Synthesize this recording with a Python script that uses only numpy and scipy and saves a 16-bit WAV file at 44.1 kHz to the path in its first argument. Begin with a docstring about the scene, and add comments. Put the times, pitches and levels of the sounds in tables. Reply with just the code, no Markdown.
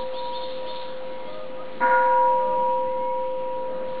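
"""A temple bell in a quiet garden, still humming from an earlier blow, is struck again.
The striker knocks; the two lowest main modes ring on, beating slowly with their twins, while the
upper ones die with the clang among the buildings. Birds screech, whistle and call from afar over
soft outdoor noise. One microphone feeds a narrow-band recorder. A thin top hiss drops away after
the second blow and returns near the end."""
import sys
import numpy as np
from scipy import signal
from scipy.fft import rfft, irfft, next_fast_len
from scipy.io import wavfile
from scipy.ndimage import uniform_filter1d

SR = 44100
rng = np.random.default_rng(int(sys.argv[2]) if len(sys.argv) > 2 else 0)


def master_out(mix):
    """Clip the mix to full scale and print it as 16-bit PCM to the path in sys.argv[1]."""
    frames = np.transpose(np.atleast_2d(mix))
    ceiling = np.clip(frames, -1, 1)
    pcm = np.round(ceiling * 32767).astype(np.int16)
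    wavfile.write(sys.argv[1], SR, pcm)


N = 176400


def amp(db):
    """Decibels to gain."""
    return np.exp(np.asarray(db) * np.log(10) / 20)


def unit(x):
    """Scale to rms 1."""
    return x / np.sqrt(np.mean(np.abs(x) ** 2) + 1e-20)


def along(points, hz):
    """Read (freq_hz, value) points at hz, on a log frequency axis."""
    freqs, values = np.transpose(points)
    return np.interp(np.log(hz + 1), np.log(freqs + 1), values)


def since(start_s):
    """Seconds since start_s, zero before."""
    return np.maximum(np.arange(N) / SR - start_s, 0)


def wobble(rate_hz):
    """A smooth random curve with rate_hz knots a second."""
    fine = signal.resample_poly(rng.standard_normal(int(N * rate_hz / SR) + 4), 10, 1)
    return np.interp(np.arange(N) * 10 * rate_hz / SR, np.arange(len(fine)), fine)


def filtered(x, response):
    """Filter x by a gain given as a function of frequency."""
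    size = next_fast_len(N + SR // 2)
    return irfft(rfft(x, size) * response(np.fft.rfftfreq(size, 1 / SR)), size)[:N]


def noise(spectrum):
    """Coloured noise of rms 1."""
    return unit(filtered(rng.standard_normal(N), lambda hz: amp(along(spectrum, hz))))


def patchy_band(spectrum, levels, patchy_db=1.4):
    """Slightly patchy noise that follows (time_s, level_db) points."""
    bins = signal.stft(noise(spectrum), nperseg=512)[2]
    patches = uniform_filter1d(rng.standard_normal(bins.shape), 6, axis=0)  # smooth in frequency
    patches = unit(uniform_filter1d(patches, 12, axis=1))  # and in time
    band = unit(signal.istft(bins * amp(patchy_db * patches), nperseg=512)[1][:N])
    return band * amp(np.interp(since(0), *np.transpose(levels)))


def dying(x, t60s):
    """Each frequency of x dies at its own speed."""
    hz, t, bins = signal.stft(x, SR, nperseg=256)
    decay = amp(-60 * t / along(t60s, hz)[:, None])
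    return signal.istft(bins * decay, SR, nperseg=256)[1][:len(x)]


def note(hz, start, length, edge_s):
    """A sine of rms 1 on a pitch track, with soft edges."""
    t = since(start)
    gate = np.clip(np.minimum(t, length - t) / edge_s, 0, 1)
    return np.sqrt(2) * gate * np.sin(2 * np.pi * np.cumsum(hz) / SR)


# blows on the bell: start_s, level_db, brightness_db_per_octave, twin_boost_db
BLOWS = [(-1.44, -3.4, 2.2, 7), (1.803, 0, 0, 0)]
# the bell's modes: pitch_hz, level_db, t60_s, twin_offset_hz, twin_db, direct_share, swell_s,
# scatter_share, dip_db
BELL_MODES = [(517.4, -23.7, 16, 2.01, -20, .38, .07, .1, 0),
              (962.4, -15.7, 5.2, -2.27, -9.2, .58, .115, .13, -5.5),
              (1433, -8.6, .58, -5.7, -3.5, 0, .15, .08, -5), (1428, -36, 2.2, 8.5, -5, 0, .15, .4, 0),
              (1611, -34, 1.55, 3, -16, .6, .02, .22, 0), (1686, -35.5, 1.15, 4, -10, 1, .01, .35, 0),
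              (694, -39, 1.1, 37, -2, .5, .02, .4, 0), (1136, -37.5, 1.1, -63, -1, .5, .02, .35, 0),
              (1841, -43, 1.2, 44, -2, .5, .02, .45, 0), (1779, -43, 1.0, 175, -5, .7, .02, .45, 0),
              (2121, -46, 1.0, 59, -6, .2, .05, .6, 0), (262, -41, .6, 22, -4, 1, .006, .6, 0)]

def bell():
    """Each struck mode swells, beats with its twin and dies away; early garden echoes ruffle it."""
    attack_s, contact_s, twin_build_share = .017, .03, .06
    scatter_hz, scatter_t60_s = 45, 1.3
    dip_at_s, dip_width_s = 1.891, .015  # some modes dip briefly just after the second blow
    dip = np.exp(-((since(0) - dip_at_s) / dip_width_s) ** 2)
    out = np.zeros(N)
    for start, blow_db, brightness, twin_boost_db in BLOWS:
        t = since(start)
        out *= np.exp(-t / contact_s)  # the blow stops the old ring
        for hz, db, t60, offset_hz, twin_db, direct, swell_s, scatter, dip_db in BELL_MODES:
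            twin = amp(twin_db + twin_boost_db) * (1 - np.exp(-t / (twin_build_share * t60)))
            pair = (1 + twin * np.exp(2j * np.pi * offset_hz * t)) * amp(-60 * t / t60)
            ruffle = wobble(scatter_hz) + 1j * wobble(scatter_hz)
            echoes = scatter * ruffle * amp(-60 * t / scatter_t60_s)
            rise = (1 - np.exp(-t / attack_s)) * (1 - (1 - direct) * np.exp(-t / swell_s))
            octaves = np.log2(hz / BELL_MODES[0][0])
            level = amp(db + blow_db + brightness * octaves + dip_db * dip) * rise
            out += np.sqrt(2) * level * np.imag((pair + echoes) * np.exp(2j * np.pi * hz * t))
    return out


# decay of the garden's echoes: freq_hz, t60_s
GARDEN_DECAY = [(200, .9), (1500, .9), (4000, .85)]

def garden(x, wet_db):
    """A distant sound reaches the microphone with its echoes from walls and trees."""
    tail = dying(rng.standard_normal(SR), GARDEN_DECAY)
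    wet = signal.fftconvolve(x, tail / np.linalg.norm(tail))[:N]
    return (x + amp(wet_db) * wet) / np.hypot(1, amp(wet_db))


# harsh bird calls from afar: start_s, length_s, level_db, start_hz, top_hz, roughness_share
SCREECH_CALLS = [(-.1, .14, -44.5, 2500, 3720, .7), (.126, .085, -40.3, 2500, 3660, .28),
                 (.21, .085, -44, 3400, 3780, .7), (.314, .078, -38, 2300, 3700, .18),
                 (.403, .07, -39, 3000, 3660, .5), (.47, .07, -43.5, 3500, 3800, .8),
                 (.652, .08, -39.8, 2450, 3700, .32), (.735, .05, -37.8, 2600, 3800, 1),
                 (.785, .055, -42.5, 3500, 3800, .7), (1.24, .06, -50.5, 2950, 3330, .2),
                 (1.285, .08, -50, 3300, 3560, .4)]

def screeches():
    """Each call sweeps up and rasps at the top; the other side of the syrinx adds a lower voice."""
    rise_s, rasp_depth_hz, lower_ratio = .016, 420, .85
    out = np.zeros(N)
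    for start, length, db, start_hz, top_hz, roughness in SCREECH_CALLS:
        rise = 1 - np.exp(-since(start) / rise_s)
        rasp_hz = roughness * rasp_depth_hz * wobble(rate_hz=1100)
        hz = start_hz + rise * (top_hz - start_hz + rasp_hz)
        upper = note(hz, start, length, edge_s=.014)
        lower = amp(-12) * note(lower_ratio * hz, start, length, edge_s=.014)
        out += amp(db) * rise * (upper + lower)
    return garden(out, wet_db=-1)


# bands of outdoor noise around the microphone: freq_hz, density_db
RUMBLE_SPECTRUM = [(25, -18), (60, -13.5), (140, -7.2), (210, -1.5), (330, -.3), (480, -5), (700, -20),
                   (1500, -50)]
MIDDLE_SPECTRUM = [(200, -30), (450, -4), (620, 0), (900, -2.5), (1400, -6), (2000, -11), (3000, -25)]
HISS_SPECTRUM = [(800, -25), (1800, -3.5), (2700, 1.5), (3400, -3), (4000, -11)]
# their rise and fall: time_s, level_db
RUMBLE_LEVELS = [(0, -47.5), (1.3, -47.3), (1.47, -49), (1.7, -45.5), (2.1, -47.5), (2.4, -45), (2.57, -43),
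                 (2.73, -46.5), (2.9, -43.5), (3.15, -48), (3.48, -48.3), (3.7, -44.8), (3.95, -43.5)]
MIDDLE_LEVELS = [(0, -46), (1.7, -45.3), (2.6, -46), (3.1, -49), (3.5, -47.5), (3.8, -44.3), (4, -45)]
HISS_LEVELS = [(0, -48), (.6, -48.5), (.82, -46.5), (1.02, -50.5), (1.3, -50), (1.55, -52), (1.8, -50.5),
               (2.3, -50.7), (3.78, -52.3), (3.95, -49.5)]

def outdoors():
    """Soft, distant noise in bass, middle and treble."""
    return (patchy_band(RUMBLE_SPECTRUM, RUMBLE_LEVELS) + patchy_band(MIDDLE_SPECTRUM, MIDDLE_LEVELS)
            + patchy_band(HISS_SPECTRUM, HISS_LEVELS))


# thin top hiss: freq_hz, density_db
THIN_HISS_SPECTRUM = [(2300, -20), (3300, -2), (3900, 0), (4100, -60)]
# its fall and return: time_s, level_db
THIN_HISS_LEVELS = [(0, -58), (.9, -57), (1.0, -66), (1.07, -57.5), (1.25, -61), (1.58, -67), (1.78, -56),
                    (2.0, -62), (2.25, -75), (3.8, -80), (3.88, -59), (4, -57.5)]

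def thin_hiss():
    """A thin top hiss drops away after the second blow and returns near the end."""
    return patchy_band(THIN_HISS_SPECTRUM, THIN_HISS_LEVELS)


# low drone: freq_hz, density_db
DRONE_SPECTRUM = [(110, -40), (165, -7), (210, 0), (245, -8), (300, -30)]
# its swells: time_s, level_db
DRONE_LEVELS = [(0, -66), (2.0, -58), (2.55, -48), (3.2, -57), (3.55, -57), (3.8, -49.5)]

def drone():
    """A low, fuzzy drone grows after the second blow."""
    return patchy_band(DRONE_SPECTRUM, DRONE_LEVELS)


# hollow bird calls far from the microphone: start_s, length_s, level_db, pitch_hz, octave_db
CAW_CALLS = [(.61, .13, -46.5, 620, -16), (1.25, .24, -42.3, 617, -8), (1.56, .09, -47.5, 622, 3),
             (2.25, .15, -45.5, 602, -16), (2.38, .2, -43, 605, -4), (3.55, .22, -46, 455, -16),
             (3.66, .22, -47.5, 612, -8)]

def caws():
    """A far bird sounds a fundamental and its octave, arching and wavering slightly in pitch."""
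    arch_share, waver_share = .02, .012
    out = np.zeros(N)
    for start, length, db, pitch_hz, octave_db in CAW_CALLS:
        arch = np.sin(np.pi * np.minimum(since(start) / length, 1))
        hz = pitch_hz * (1 + arch_share * (arch - 1) + waver_share * wobble(rate_hz=90))
        octave = amp(octave_db) * note(2 * hz, start, length, edge_s=.035)
        out += amp(db) * (note(hz, start, length, edge_s=.035) + octave)
    return garden(out, wet_db=-4)


# thin bird whistles in the distance: start_s, length_s, level_db, start_hz, end_hz
WHISTLE_CALLS = [(1.08, .28, -57, 2220, 2020), (2.85, .11, -55, 1960, 2130), (2.98, .23, -53.5, 2130, 2280)]

def whistles():
    """A far bird glides on one pure, slightly unsteady tone."""
    out = np.zeros(N)
    for start, length, db, start_hz, end_hz in WHISTLE_CALLS:
        glide_hz = start_hz + (end_hz - start_hz) * np.minimum(since(start) / length, 1)
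        waver_hz = 25 * wobble(rate_hz=70)
        out += amp(db) * note(glide_hz + waver_hz, start, length, edge_s=.03)
    return garden(out, wet_db=-4)


# the striker's knock: freq_hz, density_db
THUD_SPECTRUM = [(100, -22), (230, 0), (650, 0), (1400, -4), (2200, -22), (4000, -45)]

def thud():
    """The short, dull knock of the striker meeting the bell."""
    level_db, attack_s, t60_s = -29, .003, .13
    t = since(BLOWS[-1][0])
    return noise(THUD_SPECTRUM) * amp(level_db - 60 * t / t60_s) * (1 - np.exp(-t / attack_s))


# the clang: freq_hz, density_db
CLANG_SPECTRUM = [(120, -25), (250, 1), (400, -5), (700, -3), (1050, -1), (1700, -2), (2150, -4.5),
                  (2600, -18), (4000, -29)]
# its decay among the buildings: freq_hz, t60_s
CLANG_DECAY = [(250, .7), (900, 1.0), (1800, 1.25), (3500, 1.4)]

def clang():
    """The dense, short ring of the last blow, thrown back once to the microphone by a wall."""
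    level_db, attack_s, echo_s, echo_db = -29.8, .012, .08, -4
    attack = 1 - np.exp(-since(0) / attack_s)
    out = np.zeros(2 * N)
    for delay_s, path_db in ((0, 0), (echo_s, echo_db)):
        burst = dying(noise(CLANG_SPECTRUM), CLANG_DECAY) * attack
        onset = round((BLOWS[-1][0] + delay_s) * SR)
        out[onset:onset + N] += amp(level_db + path_db) * burst
    return out[:N]


def scene():
    """Bell, birds and noise in one channel."""
    return (bell() + screeches() + outdoors() + thin_hiss() + drone()
            + caws() + whistles() + thud() + clang())[None]


# the recorder's treble filter: freq_hz, gain_db
RECORDER_ROLL_OFF = [(3500, 0), (4000, -1), (4280, -5), (4600, -18), (4800, -20), (5050, -28), (5300, -46)]

def record(dry):
    """The recorder's low sample rate mirrors the treble; its filter rolls the mirror image off."""
    sample_rate_hz, top_hz, converter_offset = 7875, 5300, -.0257
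    narrow = filtered(dry[0], lambda hz: hz < sample_rate_hz / 2)
    mirrored = narrow * (1 + 2 * np.cos(2 * np.pi * sample_rate_hz * since(0)))
    rolled_off = filtered(mirrored, lambda hz: amp(along(RECORDER_ROLL_OFF, hz)) * (hz < top_hz))
    return rolled_off[None] + converter_offset


dry = scene()
out = record(dry)
master_out(out)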